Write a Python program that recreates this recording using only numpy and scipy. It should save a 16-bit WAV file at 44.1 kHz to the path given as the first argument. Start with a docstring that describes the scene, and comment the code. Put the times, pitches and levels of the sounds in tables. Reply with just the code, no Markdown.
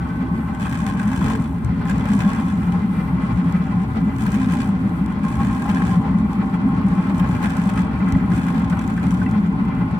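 """Outboard motor at low speed

Heard by a phone on the console of an open boat: noise through the resonances of hull, deck, panels and
rails makes an uneven, throbbing boom, hum and rattle; strong exhaust beats are short tone bursts.
Shaped noise makes the water wash and spray hiss. When the wheel is spun, the steering gear grinds as
trains of tooth impulses and pings; single ticks and dull knocks are short decaying bursts."""
import sys
import numpy as np
from scipy import signal
from scipy.fft import rfft, irfft, next_fast_len
from scipy.io import wavfile
from scipy.ndimage import uniform_filter1d

SR = 44100
rng = np.random.default_rng(int(sys.argv[2]) if len(sys.argv) > 2 else 0)


def transcribe(signal):
    """Save signal, clipped to [-1, 1], as a 16-bit WAV file at the path in sys.argv[1]."""
    frames = np.atleast_2d(signal).T
    limited = np.clip(frames, -1, 1)
    pcm = np.round(limited * 32767).astype(np.int16)
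    wavfile.write(sys.argv[1], SR, pcm)


N = 440559
T = np.arange(N) / SR
SIZE = next_fast_len(N)
HZ = np.maximum(np.arange(SIZE // 2 + 1) * SR / SIZE, 1.)

# likeness of the sound at the phone's two ports: (frequency [Hz], likeness [0-1])
LIKENESS = [(60, .97), (180, .98), (320, .95), (450, .45), (6000, .35), (8300, .95), (16000, .82)]
# level difference of the ports: (frequency [Hz], left minus right [dB])
PORT_TILT = [(60, 1.5), (110, 2.0), (200, 1.5), (270, -1.5), (400, -1), (520, 3), (800, 3.0), (1290, 1.5),
             (2380, 0.5), (4400, 1.5), (8120, 0.5), (15000, 0.0)]
# phase that the right port gains on its detour round the console: (frequency [Hz], phase [rad])
PORT_DETOUR = [(400, 0), (480, -2), (600, -1), (1200, -3), (1700, -4), (2400, -9), (4200, -14), (6500, -21)]
# spins of the wheel: (start [s], length [s], level [dB], swell by the end [dB], mean tooth rate [Hz])
WHEEL_SPINS = [(0.585, .36, -46, -2, 75.04), (0.961, 0.17, -49, 3, 62.7), (1.136, 0.21, -41.5, -2.5, 65.3),
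               (1.842, .2, -47, -5, 62.6), (2.066, .3, -44, -2.5, 70.35), (2.441, .5, -51.5, -12, 71.7),
               (3.155, .8, -57.5, -1.5, 68.8), (4.186, .42, -47.5, 3.5, 72.74),
               (5.034, 0.092, -59, 3.5, 59.6), (5.218, .68, -50, 5.5, 62.1), (6.053, .7, -61.5, -3.5, 68.4),
               (6.841, .55, -56, 7, 58.1), (7.424, .36, -46.5, 0, 69), (8.031, 0.14, -57, 5.5, 54.1),
               (8.298, .2, -45, -3, 49.74), (8.551, 0.72, -52, 1.5, 32.95), (9.394, 0.76, -70, -4, 30.4)]


def undb(db):
    """Decibel definition: amplitude gain is ten to the level over twenty."""
    return 10 ** (np.asarray(db) / 20)


def unit(x):
    """Normalisation of power: scaled to rms 1."""
    return x / np.sqrt(np.mean(x ** 2))


def curves(table):
    """Piecewise linear control: each column after time as a value per sample."""
    s, *columns = np.transpose(table)
    return [np.interp(T, s, column) for column in columns]


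def slope(points):
    """Spectral envelope: a value per frequency, straight on a log axis."""
    hz, value = np.transpose(points)
    return np.interp(np.log(HZ), np.log(hz), value)


# between the ports: a detour in phase up to the middle, then a steady lag in the treble
PORT_LAG_S, PORTS_AGREE_HZ = 0.00018, 8580
DETOUR_PHASE = np.interp(HZ, *np.transpose(PORT_DETOUR))
LAG_PHASE = -2 * np.pi * (HZ - PORTS_AGREE_HZ) * PORT_LAG_S
PATH = np.exp(1j * np.where(HZ < PORT_DETOUR[-1][0], DETOUR_PHASE, LAG_PHASE))
LEAN = undb(slope(PORT_TILT) / 2)  # half the difference for each port
LIKE_BY_HZ = slope(LIKENESS)


def resonant(modes):
    """Modal superposition: gain per frequency of steep resonances whose powers add."""
    power = sum(undb(2 * db) / (1 + (2 * (HZ - hz) / width) ** 2) ** 2 for hz, width, db in modes)
    return np.sqrt(power)


def walk(rate):
    """Smoothed random modulation: levels held 1 / rate s and slewed twice, rms 1."""
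    k = int(SR / rate)
    held = np.repeat(rng.standard_normal(N // k + 1), k)
    return unit(uniform_filter1d(uniform_filter1d(held, k), k)[:N])


def lurching(level_db, depth_db):
    """Amplitude modulation: a gain whose level wanders at random."""
    return undb(level_db + depth_db * walk(14.))


def ports(drive, colour, like=LIKE_BY_HZ, path=PATH):
    """Partial coherence: the right port hears a share of the left port's filtered noise along the path."""
    a, b = rfft(drive * rng.standard_normal((2, N)), SIZE) * colour
    like = np.clip(like, 0, 1)
    right = like * path * a + np.sqrt(1 - like ** 2) * b
    return irfft(np.array([a * LEAN, right / LEAN]), SIZE)[:, :N]


def ringing(drive, modes):
    """Resonance: one noise under the envelope drive through modes, rms 1."""
    spectrum = rfft(drive * rng.standard_normal(N), SIZE)
    return unit(irfft(spectrum * resonant(modes), SIZE)[:N])


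def fading(times, sizes, decay_s):
    """Exponential decay: an envelope that jumps at each time and dies away."""
    kicks = np.zeros(N)
    np.add.at(kicks, np.minimum((times * SR).astype(int), N - 1), sizes)
    return signal.lfilter([1], [1, -np.exp(-1 / (decay_s * SR))], kicks)


def bumps(rows, width_s):
    """Gaussian envelopes: brief rises in dB around given times."""
    s, db = np.transpose(rows)
    kicks, t = np.zeros(N), np.arange(-4000, 4001) / SR
    kicks[np.minimum((s * SR).astype(int), N - 1)] = db
    return signal.fftconvolve(kicks, np.exp(-(t / width_s) ** 2), mode="same")


def waver(x, depth, rate):
    """Frequency modulation: reading at a wandering speed makes resonances drift in pitch."""
    place = np.arange(N) + np.cumsum(depth * walk(rate))
    return np.array([np.interp(place, np.arange(N), channel, period=N) for channel in x])


def pings(times, sizes, count):
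    """Impulse response: each blow rings a few pitches picked by chance, each with its own force."""
    # pitches at which a single tooth or tick rings: (frequency [Hz], relative level [dB])
    ping_modes = [(1612, 1), (2050, -4), (2450, -2.5), (3046, -5.5), (3400, -6.5), (4150, -10),
                  (4800, -14.5), (6050, -19.5), (7050, -12.5), (8820, -16.5)]
    scatter_db, stray_share, decay_s = 3.5, .04, .004
    out, t = np.zeros(N + 1500), np.arange(1500) / SR
    hz, db = np.transpose(ping_modes)
    picks = rng.integers(len(hz), size=(len(times), count))
    chance = rng.standard_normal((len(times), 2, count))
    for s, size, k, (stray, force) in zip(times, sizes, picks, chance):
        gain = size * undb(db[k] + scatter_db * np.clip(force, -2, 2))
        pitches = hz[k] * (1 + stray_share * stray)
        ring = gain @ np.sin(2 * np.pi * np.outer(pitches, t))
        out[int(s * SR):int(s * SR) + len(t)] += ring * np.exp(-t / decay_s)
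    a = rfft(out[:N], SIZE)
    return irfft(np.array([a * LEAN, a * PATH / LEAN]), SIZE)[:, :N]


def shudder():
    """Amplitude modulation: level rises as the motor shudders, taken about their running mean."""
    # rails and steering rattle harder for a moment: (time [s], rise before weighting [dB])
    shudder_rows = [(0.103, 2), (0.217, 4), (0.4, 1.5), (0.658, 4.5), (0.739, 1.5), (0.875, 2), (1.005, 1),
                    (1.264, 4), (1.316, 3.0), (1.691, 1.5), (1.819, 4), (1.903, 5), (2.068, 2.0),
                    (2.212, 1.5), (2.4, 3), (2.757, 5), (2.851, 1), (3.002, 4), (3.086, 3), (3.319, 5),
                    (3.481, 3), (3.559, 4), (3.613, 5), (3.723, 5.5), (3.848, 3), (3.974, 4.5),
                    (4.275, 3.5), (4.383, 2), (4.519, 1), (4.619, 0), (4.86, 2.5), (5.115, 3.0),
                    (5.269, 3.5), (5.413, 3), (5.696, 5), (5.818, 3.5), (5.979, 3.0), (6.059, 1.5),
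                    (6.145, 2.0), (6.299, 3), (6.418, 3.5), (6.544, 6.5), (6.792, 2.5), (6.929, 2),
                    (6.987, 5.5), (7.097, 2), (7.243, 1.5), (7.442, 5.5), (7.662, 2.5), (7.777, 4.5),
                    (7.965, 1), (8.087, 1), (8.376, 0.5), (8.496, 2.0), (8.552, 3.5), (8.729, 5.5),
                    (8.905, 2.5), (9.046, 3.5), (9.228, 4.5), (9.376, 5), (9.452, 4), (9.689, 2.5),
                    (9.819, 3.5)]
    rise = bumps(shudder_rows, width_s=0.017)
    return rise - uniform_filter1d(rise, size=SR // 3)


def spray_hiss():
    """Broadband noise: a thin spray hiss, unsteady in level."""
    # spectrum of the hiss: (frequency [Hz], relative density [dB])
    hiss_spectrum = [(1500, -30), (3500, -8.5), (6000, -14), (9500, -1), (14000, -4.5), (16000, -13.5)]
    return undb(-63.5) * unit(ports(undb(2.9 * walk(16)), undb(slope(hiss_spectrum))))


def water_wash():
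    """Broadband noise: water washing by, with random swells, rms 1."""
    # spectrum of the wash: (frequency [Hz], relative density [dB])
    wash_spectrum = [(250, -16), (420, 3), (700, -4.5), (1300, -4), (2200, -12.5), (3500, -24),
                     (4500, -23.5), (6200, -37.5), (16000, -70.5)]
    return unit(ports(undb(1.63 * walk(40)), undb(slope(wash_spectrum))))


def knocks(decay_s=0.0086, crack_s=0.0045):
    """Damped vibration: each knock rings at its pitch and two rough neighbours, over a short crack."""
    # dull knocks in the console: (time [s], relative level [dB], pitch [Hz], left minus right [dB])
    knock_rows = [(0.5732, -28, 1020, 2.5), (0.653, -23, 1115, 5), (0.651, -27, 2570, .5),
                  (0.7256, -30, 1600, 2), (0.864, -28, 1620, 1.0), (0.9946, -24, 1540, -1.5),
                  (1.1394, -28, 1610, 1), (1.2777, -23, 1630, .5), (1.214, -20.5, 1036, 15),
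                  (1.3, -20, 1000, 14), (1.811, -25, 1513, -5), (1.856, -29, 1750, 0.5),
                  (1.413, -27, 1060, 2), (1.981, -36, 1080, -2), (3.1925, -36, 1100, 4),
                  (3.443, -25, 1060, 1.5), (3.95, -28, 1323, -6), (4.159, -36, 1480, 4),
                  (4.255, -23, 996, 9), (4.486, -33, 1060, 3.5), (4.69, -21, 1040, 3),
                  (5.242, -22, 1050, 0.0), (5.316, -28, 1080, 2), (5.3697, -35, 1043, 3),
                  (5.6545, -18, 1055, 6), (6.6874, -20, 1075, 4), (6.773, -23, 1087, 7),
                  (6.8143, -21, 1050, -1), (7.202, -19.5, 1066, -2), (7.429, -23, 1090, 2.0),
                  (7.701, -25, 1027, 6), (7.882, -33, 1069, 1), (8.003, -29, 2035, -1),
                  (8.15, -25, 1990, 0), (8.4404, -26, 1014, 8), (8.7206, -25, 1159, -1),
                  (8.726, -26, 1510, -7), (8.77, -20, 994, 8), (8.9771, -20.5, 1560, 1.5),
                  (9.1249, -20, 1054, 0), (9.2167, -23, 1510, -2), (9.262, -23.5, 2000, 3),
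                  (9.643, -31, 1006, -4)]
    out, t = np.zeros((2, N)), np.arange(2400) / SR
    for s, level_db, hz, pan_db in knock_rows:
        apart = 1 + 0.345 * rng.random(2) * np.array([-1, 1])
        neighbours = np.sin(2 * np.pi * hz * np.outer(apart, t)).sum(axis=0)
        ring = np.sin(2 * np.pi * hz * t) + 0.53 * neighbours
        ring = ring * (1 - np.exp(-t / 0.00079)) * np.exp(-t / decay_s)
        crack = 0.34 * uniform_filter1d(rng.standard_normal(len(t)), size=7) * np.exp(-t / crack_s)
        at = min(int(s * SR), N - len(t))
        gain = undb(level_db - 5.5 + np.array([[pan_db], [-pan_db]]) / 2)
        out[:, at:at + len(t)] += gain * (ring + crack)
    return out


def ticks():
    """Impact excitation: each tick has a bright snap, a brief ring and a duller knock in the console."""
    # loudest single ticks: (time [s], relative level [dB], body relative to snap before weighting [dB])
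    tick_rows = [(0.5487, -38.5, 3), (0.6085, -42.5, -1), (0.7256, -34, 10.5), (0.7532, -33, -1),
                 (0.8016, -39, -4), (0.865, -25.5, 0.5), (0.995, -37, 0.5), (1.03, -37.5, 3.5),
                 (1.0786, -34.5, 2), (1.138, -44, 1), (1.213, -41, -2), (1.298, -34.5, 4.5),
                 (1.308, -38.5, -5), (1.358, -36.5, 4.5), (1.392, -47, -0.5), (1.412, -45.5, 0),
                 (1.647, -32, -16), (1.854, -40, 5), (1.8751, -39, 0), (1.908, -38, 9.5),
                 (1.9807, -34, -18), (2.0554, -36.5, 10.5), (2.135, -42, 1), (2.2967, -44, 5),
                 (2.4828, -38.5, -0.5), (2.722, -36.5, 4.5), (3.5239, -36, -6), (4.1633, -37.5, -10),
                 (4.184, -36, 2.5), (4.2227, -45, -2), (4.2545, -39.5, -5), (4.2631, -34.5, 8),
                 (4.32, -31.5, -12.5), (4.349, -33, 3.5), (5.061, -37, -2), (5.316, -38.5, 0),
                 (5.354, -37.5, -4.5), (5.469, -36.5, 2.5), (5.692, -36.5, 11.5), (5.748, -31, -12.5),
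                 (5.87, -35, 0.5), (6.186, -38, -10), (6.331, -37, -1), (7.0967, -39, 5.5),
                 (7.146, -39.5, 4), (7.1975, -36.5, 10), (7.2724, -45, -1.5), (7.29, -35.5, -8),
                 (7.311, -41, -2), (7.427, -33, 5.5), (7.439, -32.5, 4), (7.497, -35, -3),
                 (7.57, -33.5, -5.5), (7.6978, -33, 5), (8.087, -38.5, 7), (8.123, -28, -4),
                 (8.3027, -38.5, -2), (8.345, -41, 1), (8.361, -39, -5.5), (8.385, -42, 5.5),
                 (8.441, -39, 4), (8.484, -39.5, 11.5), (8.5969, -38.5, -7), (8.6478, -42, 0.5),
                 (8.699, -31, -2), (8.772, -43, -11.5), (8.7927, -31.5, -2.5), (8.8223, -41, -10),
                 (8.877, -33.5, -1.5), (8.9404, -43.5, -3), (8.976, -40.5, -1.5), (9.039, -39, -1),
                 (9.0678, -36.5, 5.5), (9.108, -32, -9), (9.141, -36, -2.5), (9.299, -44.5, -7),
                 (9.312, -34, -11.5)]
    # spectra of the snap and the body knock: (frequency [Hz], relative density [dB])
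    snap_spectrum = [(1500, -33), (4000, 0), (7000, 7), (10000, 0.5), (14000, -7), (16000, -13)]
    body_spectrum = [(500, -28), (1500, 6.5), (3500, -8), (6000, -23.5)]
    s, level_db, body_db = np.transpose(tick_rows)
    snap = ports(fading(s, undb(level_db), .002), undb(slope(snap_spectrum)))
    body = ports(fading(s, undb(level_db + body_db), 0.0066), undb(slope(body_spectrum)))
    return undb(-4.5) * snap + undb(5.0) * body + pings(s, undb(level_db - 5.0), count=3)


def moan():
    """Resonance: narrow-band noise, a short low moan from the steering during a hard spin."""
    start, length, level_db = 1.198, 0.22, -38.5  # s, s, dB
    shape = np.clip(np.minimum(T - start, start + length - T) / 0.026, 0, 1)
    mode = [(443, 31, 0)]  # Hz, width Hz, dB
    return undb(level_db) * shape * unit(ports(1., resonant(mode), 0.73, path=0.58))


def spinning():
    """Power addition: each spin swells, holds in jerks and dies down to a faint resting rub."""
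    rise_s, decay_s, rest_db, jerk_db = 0.025, 0.089, -58, 1.5
    power = undb(2 * rest_db)
    for start, length, level_db, swell_db, _ in WHEEL_SPINS:
        since = T - start
        shape = np.clip(since / rise_s, 0, 1) * np.exp(-np.maximum(since - length, 0) / decay_s)
        power = power + (undb(level_db + swell_db * np.clip(since / length, 0, 1)) * shape) ** 2
    jerks = walk(50)
    jerks = jerks - uniform_filter1d(jerks, size=SR // 7)  # quick jerks only, no slow drift
    return np.sqrt(power) * undb(jerk_db * unit(jerks))


def steering():
    """Periodic impacts: gear teeth meet at the wheel's pace with varied force, over a patchy rub."""
    # ringing of the wheel: (frequency [Hz], width [Hz], relative level [dB])
    wheel_modes = [(6050, 150, -11), (7050, 160, 0), (8820, 400, -14)]
    # spectrum of the grind: (frequency [Hz], relative density [dB])
    grind_spectrum = [(250, -29.5), (440, 14), (700, 11.5), (1500, 14), (3300, 0), (5000, -2.5),
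                      (9500, -3.5), (11200, -16.5), (13000, -10.5), (16000, -19)]
    # console resonances that the gear excites: (frequency [Hz], width [Hz], relative level [dB])
    gear_modes = [(1622, 125, 24.5), (2410, 89, 16), (2570, 79, 15.5), (3050, 110, 11), (3416, 30, 13.5)]
    start, length, *_, teeth_hz = np.transpose(WHEEL_SPINS)
    pace_hz = np.interp(T, start + length / 2, teeth_hz) * (1 + .2 * walk(40))
    turns = np.cumsum(pace_hz) / SR
    times = T[1:][np.diff(np.floor(turns)) > 0]
    common, *own_forces = np.clip(rng.standard_normal((4, len(times))), -2, 2)
    spin = spinning()
    hard = spin / (spin + undb(-54))  # softer spins rub smoothly
    colour = np.hypot(undb(slope(grind_spectrum)), resonant(gear_modes))
    low, high = 1 / (1 + (HZ / 2800) ** 4), 1 / (1 + (6000 / HZ) ** 4)
    middle = np.abs(1 - low - high)
    grind = 0
    for share, own in zip((low, middle, high), own_forces):
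        teeth = unit(fading(times, undb(1.5 * common + 3.8 * own), 0.0054))
        patchy = undb(1.4 * walk(22) + 0.59 * shudder())
        grind = grind + ports((0.7 + 1.28 * hard * teeth) * patchy, colour * np.sqrt(share))
    ring = ports(undb(3.1 * walk(25)), resonant(wheel_modes))
    tooth_sizes = spin[(times * SR).astype(int)] * undb(3)
    return spin * (grind + undb(5.0) * ring) + pings(times, tooth_sizes, count=4)


def swells():
    """Modal ringing: two console panels ring out clearly for a moment, louder at the left port."""
    # (time [s], low panel relative level [dB], high panel relative level [dB], high panel pitch [Hz])
    swell_rows = [(.95, -55, -45, 1060), (1.31, -49, -31, 1055), (1.89, -40, -41, 1054),
                  (1.96, -55, -48, 1090), (2.15, -46, -38, 1126), (2.2, -48, -37, 995),
                  (2.25, -52, -34, 1040), (2.3, -55, -34, 1097), (2.42, -48, -41, 1035),
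                  (2.75, -33, -42, 1060), (4.28, -49, -43, 1054), (4.36, -40, -42, 1100),
                  (4.42, -47, -40, 1035), (4.55, -36, -36, 1030), (4.62, -48, -37, 1066),
                  (5.27, -40, -33, 1058), (5.41, -28.5, -29, 1094), (5.52, -51, -34, 1058),
                  (5.66, -32.5, -55, 1070), (5.83, -32, -36, 1090), (5.93, -46, -32, 1049),
                  (6.04, -34, -44, 1090)]
    half_s, low_hz = 0.023, 806
    out = np.zeros(N)
    for s, low_db, high_db, high_hz in swell_rows:
        near = slice(int((s - 3 * half_s) * SR), int((s + 3 * half_s) * SR))
        t = T[near]
        low = undb(low_db) * np.sin(2 * np.pi * low_hz * t)
        high = undb(high_db) * np.sin(2 * np.pi * high_hz * t)
        out[near] += (low + high) * np.exp(-((t - s) / half_s) ** 2)
    return out * undb(np.array([[4.], [1.5]]))


def panel_tone(throb):
    """Narrow resonance: a lone panel tone fades, then partly returns."""
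    # level of the tone: (time [s], level [dB])
    tone_level = [(0, -48.5), (1.2, -49), (1.6, -60), (3, -70), (4, -64.5), (10, -59.5)]
    # the panel's mode: (frequency [Hz], width [Hz], relative level [dB])
    tone_mode = [(1524, 24, 0)]
    return undb(curves(tone_level)[0]) * ringing(undb(1.1 * throb), tone_mode)


def buzz(throb):
    """Antiphase radiation: resonances push one port while pulling the other; a second set takes over."""
    # the first and second set: (frequency [Hz], width [Hz], relative level [dB])
    early_modes = [(1178, 20, 0), (2005, 24, -9)]
    late_modes = [(1270, 30, -6.5), (1400, 40, -2), (1463, 30, -2.5), (2210, 60, -10), (2550, 40, -13.5),
                  (3250, 120, -22)]
    # (time [s], early buzz level [dB], late buzz level [dB])
    buzz_levels = [(0, -43, -58), (1.1, -43, -58), (1.4, -52, -58), (1.8, -52, -54), (1.9, -44, -48),
                   (3, -46, -46), (4.1, -50, -45), (5.2, -52, -46), (6.5, -60, -43), (8, -60, -43),
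                   (9.4, -60, -42), (10, -60, -45)]
    early_db, late_db = curves(buzz_levels)
    early = undb(early_db) * ringing(undb(2.5 * throb), early_modes)
    late = undb(late_db) * ringing(undb(2.5 * throb), late_modes)
    return (early + late) * np.array([[1], [-1]])


def rattle(level_db):
    """Forced vibration: rails rattle with drifting pitch, under one lurching level with the wash."""
    # rail resonances: (frequency [Hz], width [Hz], relative level [dB])
    rail_modes = [(1296, 136, 7.5), (1446, 96, 5.5), (1600, 32, 0.5), (1810, 260, -3), (2032, 64, 5.5),
                  (2360, 127, 0), (2640, 110, -6), (2858, 49, -5.5), (3140, 60, -8.5), (3324, 39, -6.5),
                  (4000, 32, -22)]
    rails = unit(ports(undb(2.5 * walk(40)), resonant(rail_modes), .55, path=1))
    lurch_db = 1.27 * np.tanh(unit(np.gradient(walk(20.))))
    mix = undb(-2.5) * waver(rails, .005, 2.5) + undb(1.03) * water_wash()
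    return undb(level_db + lurch_db + 1.2 * shudder()) * mix


def panel_hum(throb, level_db):
    """Forced resonance: rough firings hum in the console panels, with drifting pitch."""
    # panel resonances: (frequency [Hz], width [Hz], relative level [dB])
    panel_modes = [(610, 53, -6.5), (783.5, 41, 1), (851.3, 63, -1), (918, 61, -4.5), (1029, 56, -1.5),
                   (1068, 48, -1), (1105, 136, -7)]
    hum = unit(ports(undb(1.4 * throb + 0.91 * walk(25)), resonant(panel_modes), 0.74, path=0.96))
    return lurching(level_db + 0.47 * shudder(), 1.25) * waver(hum, .009, 4.)


def deck_drum(throb):
    """Forced resonance: the deck drums under the throbbing motor."""
    # deck resonances: (frequency [Hz], width [Hz], relative level [dB])
    deck_modes = [(261.1, 24.3, 0.5), (315, 40, -14), (355.5, 68, -19), (439.6, 31.5, -20)]
    # (time [s], mean level [dB])
    drum_level = [(0, -29.5), (.47, -27.5), (.65, -35), (1.1, -28.5), (1.6, -30), (5, -28), (6.3, -29),
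                  (7.1, -25.5), (7.6, -30), (8.3, -24), (8.6, -30), (9.6, -25.5), (10, -30.5)]
    return lurching(curves(drum_level)[0], 1.14) * unit(ports(undb(1.2 * throb), resonant(deck_modes)))


def deep_rumble(throb):
    """Low-frequency resonance: a throbbing rumble, raised now and then by a thump."""
    # lowest resonances: (frequency [Hz], width [Hz], relative level [dB])
    deep_modes = [(63.5, 26, -4.5), (77, 30, -4), (94, 15, -7.5), (111, 13, -3), (116.8, 13, 0),
                  (134.3, 17, -1.5), (145, 6.5, -10)]
    # (time [s], mean level without thumps [dB])
    rumble_level = [(0, -27.5), (1, -28), (1.7, -26), (3.5, -28), (4.5, -27), (7, -27), (8.3, -28.5),
                    (9.2, -26.5), (10, -27)]
    # thumps: (time [s], rise [dB])
    thump_rows = [(1.25, 7), (1.65, 7), (3.22, 1), (3.36, 8.5), (5.39, 3), (7.37, 5), (8.15, 10),
                  (8.35, 7.5), (8.65, 4)]
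    level_db = curves(rumble_level)[0] + bumps(thump_rows, width_s=0.031)
    return lurching(level_db, 1) * unit(ports(undb(0.41 * throb), resonant(deep_modes)))


def hull_boom(throb, level_db):
    """Forced resonance: the rough, throbbing boom of the hull, running on beneath the strong beats."""
    # hull resonances: (frequency [Hz], width [Hz], relative level [dB])
    hull_modes = [(164.4, 14.4, -2.5), (175.4, 13.3, 1.5), (215, 42, -5.5), (221.5, 21, -4)]
    return lurching(level_db - 2.5, 0.5) * unit(ports(undb(1.0 * throb), resonant(hull_modes)))


def beats():
    """Tone bursts: each exhaust beat swells and dies within a few swings of the hull."""
    # strong beats, each at its own hull pitch: (time [s], relative level [dB], pitch [Hz])
    beat_rows = [(0.219, -15.5, 184), (0.332, -16, 181), (0.632, -17, 198), (0.824, -16, 208),
                 (0.881, -15, 202), (0.953, -19, 207), (1.001, -14.5, 183), (1.071, -11, 208),
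                 (1.223, -12, 190.6), (1.698, -17, 203), (1.862, -16.5, 175), (1.922, -11.5, 191),
                 (1.976, -16, 180), (2.041, -16.5, 208), (2.114, -9.5, 203), (2.166, -11, 200),
                 (2.272, -7.5, 200), (2.391, -13.5, 216), (2.457, -11.5, 184.5), (2.539, -12, 193),
                 (2.617, -22, 194), (2.683, -15, 175), (2.758, -13.5, 181), (2.843, -13.5, 205),
                 (2.91, -13.5, 188), (2.996, -12.5, 184), (3.146, -9.5, 178.4), (3.236, -17, 184.4),
                 (3.318, -16.5, 213), (3.392, -11, 184), (3.474, -12.5, 174), (3.552, -11, 182),
                 (3.61, -11.5, 179), (3.71, -11.5, 201), (3.781, -12, 174), (3.826, -12.5, 195),
                 (3.977, -14.5, 220), (4.033, -13, 176), (4.08, -10.5, 210), (4.237, -14, 217),
                 (4.284, -16, 191), (4.352, -10.5, 207), (4.42, -14, 201), (4.479, -14, 204),
                 (4.527, -12, 173), (4.586, -26, 195), (4.64, -18, 203), (4.697, -11, 198),
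                 (4.755, -11, 184), (4.857, -10, 194.5), (5.029, -13, 201.6), (5.112, -13.5, 189.8),
                 (5.248, -12, 208), (5.418, -16, 191), (5.481, -16.5, 205), (5.535, -15, 182),
                 (5.596, -17, 183), (5.697, -11, 202), (5.762, -14, 189), (5.84, -12, 185),
                 (5.921, -12, 188), (5.977, -7.5, 179), (6.106, -14, 195), (6.156, -13, 200.5),
                 (6.251, -13, 198.5), (6.396, -11.5, 194), (6.45, -13.5, 191), (6.541, -18, 196),
                 (6.641, -13, 198), (6.7, -15, 202), (6.787, -15, 194), (6.86, -8.5, 194),
                 (6.924, -13.5, 185), (6.994, -8, 187), (7.097, -12.5, 197.3), (7.148, -11.5, 182),
                 (7.217, -7.5, 181), (7.304, -15, 180), (7.46, -11.5, 206.4), (7.59, -12.5, 197.5),
                 (7.675, -12, 198.2), (7.737, -13, 190.5), (7.8, -9, 186.8), (7.857, -19, 191),
                 (7.907, -15, 209.4), (7.963, -16, 190), (8.031, -9, 193), (8.085, -15, 186),
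                 (8.168, -9.5, 186.5), (8.255, -13.5, 190), (8.328, -15, 189), (8.388, -19, 190),
                 (8.486, -16, 184), (8.592, -15, 209), (8.64, -15, 185), (8.724, -16, 190),
                 (8.892, -16, 200), (9.081, -14, 197), (9.135, -13, 179.4), (9.219, -15, 188),
                 (9.282, -16, 192), (9.333, -15, 215), (9.385, -10.5, 205), (9.445, -14.5, 199),
                 (9.508, -15, 199), (9.62, -13.5, 201), (9.678, -16.5, 189), (9.752, -16, 174),
                 (9.819, -12, 179), (9.946, -17, 206)]
    half_s = 0.019
    out = np.zeros(N)
    for s, level_db, hz in beat_rows:
        near = slice(max(int((s - 3 * half_s) * SR), 0), int((s + 3 * half_s) * SR))
        t = T[near] - s
        swing = np.cos(2 * np.pi * (hz * t + rng.random()))
        out[near] += undb(level_db) * np.exp(-(t / half_s) ** 2) * swing
    return out * undb(np.array([[-.5], [-2.]]))


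def motor():
    """Amplitude-modulated forcing: one uneven throb drives hull, deck and panels under a lurching load."""
    # (time [s], hull boom relative level [dB], panel hum [dB], rattle of rails and wash [dB])
    load_levels = [(0, -23.5, -39, -41.5), (.55, -25, -37.5, -43.5), (1.0, -21.5, -35.5, -43),
                   (1.32, -20.5, -34.5, -38), (1.5, -26, -39, -45), (1.75, -20.5, -43.5, -40.5),
                   (1.95, -20, -36, -38.5), (2.3, -22, -35, -39.5), (2.9, -20.5, -37, -40.5),
                   (4.12, -22.5, -38, -41), (4.3, -23.5, -35, -41), (5.05, -21, -37.5, -42.5),
                   (5.42, -21.5, -35.5, -41.5), (5.85, -19.5, -33.5, -39.5), (6.2, -19.5, -36, -42),
                   (7.0, -21.5, -35, -39.5), (8.1, -19, -35, -38.5), (9.4, -21, -36.5, -41),
                   (10, -21.5, -38.5, -41)]
    cycle_hz = 17 * (1 + 0.1152 * walk(2.1))
    throb = np.sin(2 * np.pi * np.cumsum(cycle_hz) / SR)
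    boom_db, hum_db, rattle_db = curves(load_levels)
    upper = rattle(rattle_db) + buzz(throb) + panel_tone(throb) + panel_hum(throb, hum_db)
    lower = deck_drum(throb) + deep_rumble(throb) + hull_boom(throb, boom_db)
    return upper + lower + beats()


def scene():
    """Linear superposition: spray hiss, console knocks and ticks, steering and motor add."""
    return spray_hiss() + knocks() + ticks() + moan() + steering() + swells() + motor()


def record(dry):
    """Band limiting and saturation: the phone drops deepest bass, rounds loud peaks and cuts the top."""
    bass_cut = signal.butter(2, 30, "high", fs=SR, output="sos")
    top_cut = signal.ellip(8, .2, 70, 15730, fs=SR, output="sos")
    rounded = np.tanh(1.343 * signal.sosfilt(bass_cut, dry)) / 1.24
    return signal.sosfilt(top_cut, rounded)


dry = scene()
out = record(dry)
transcribe(out)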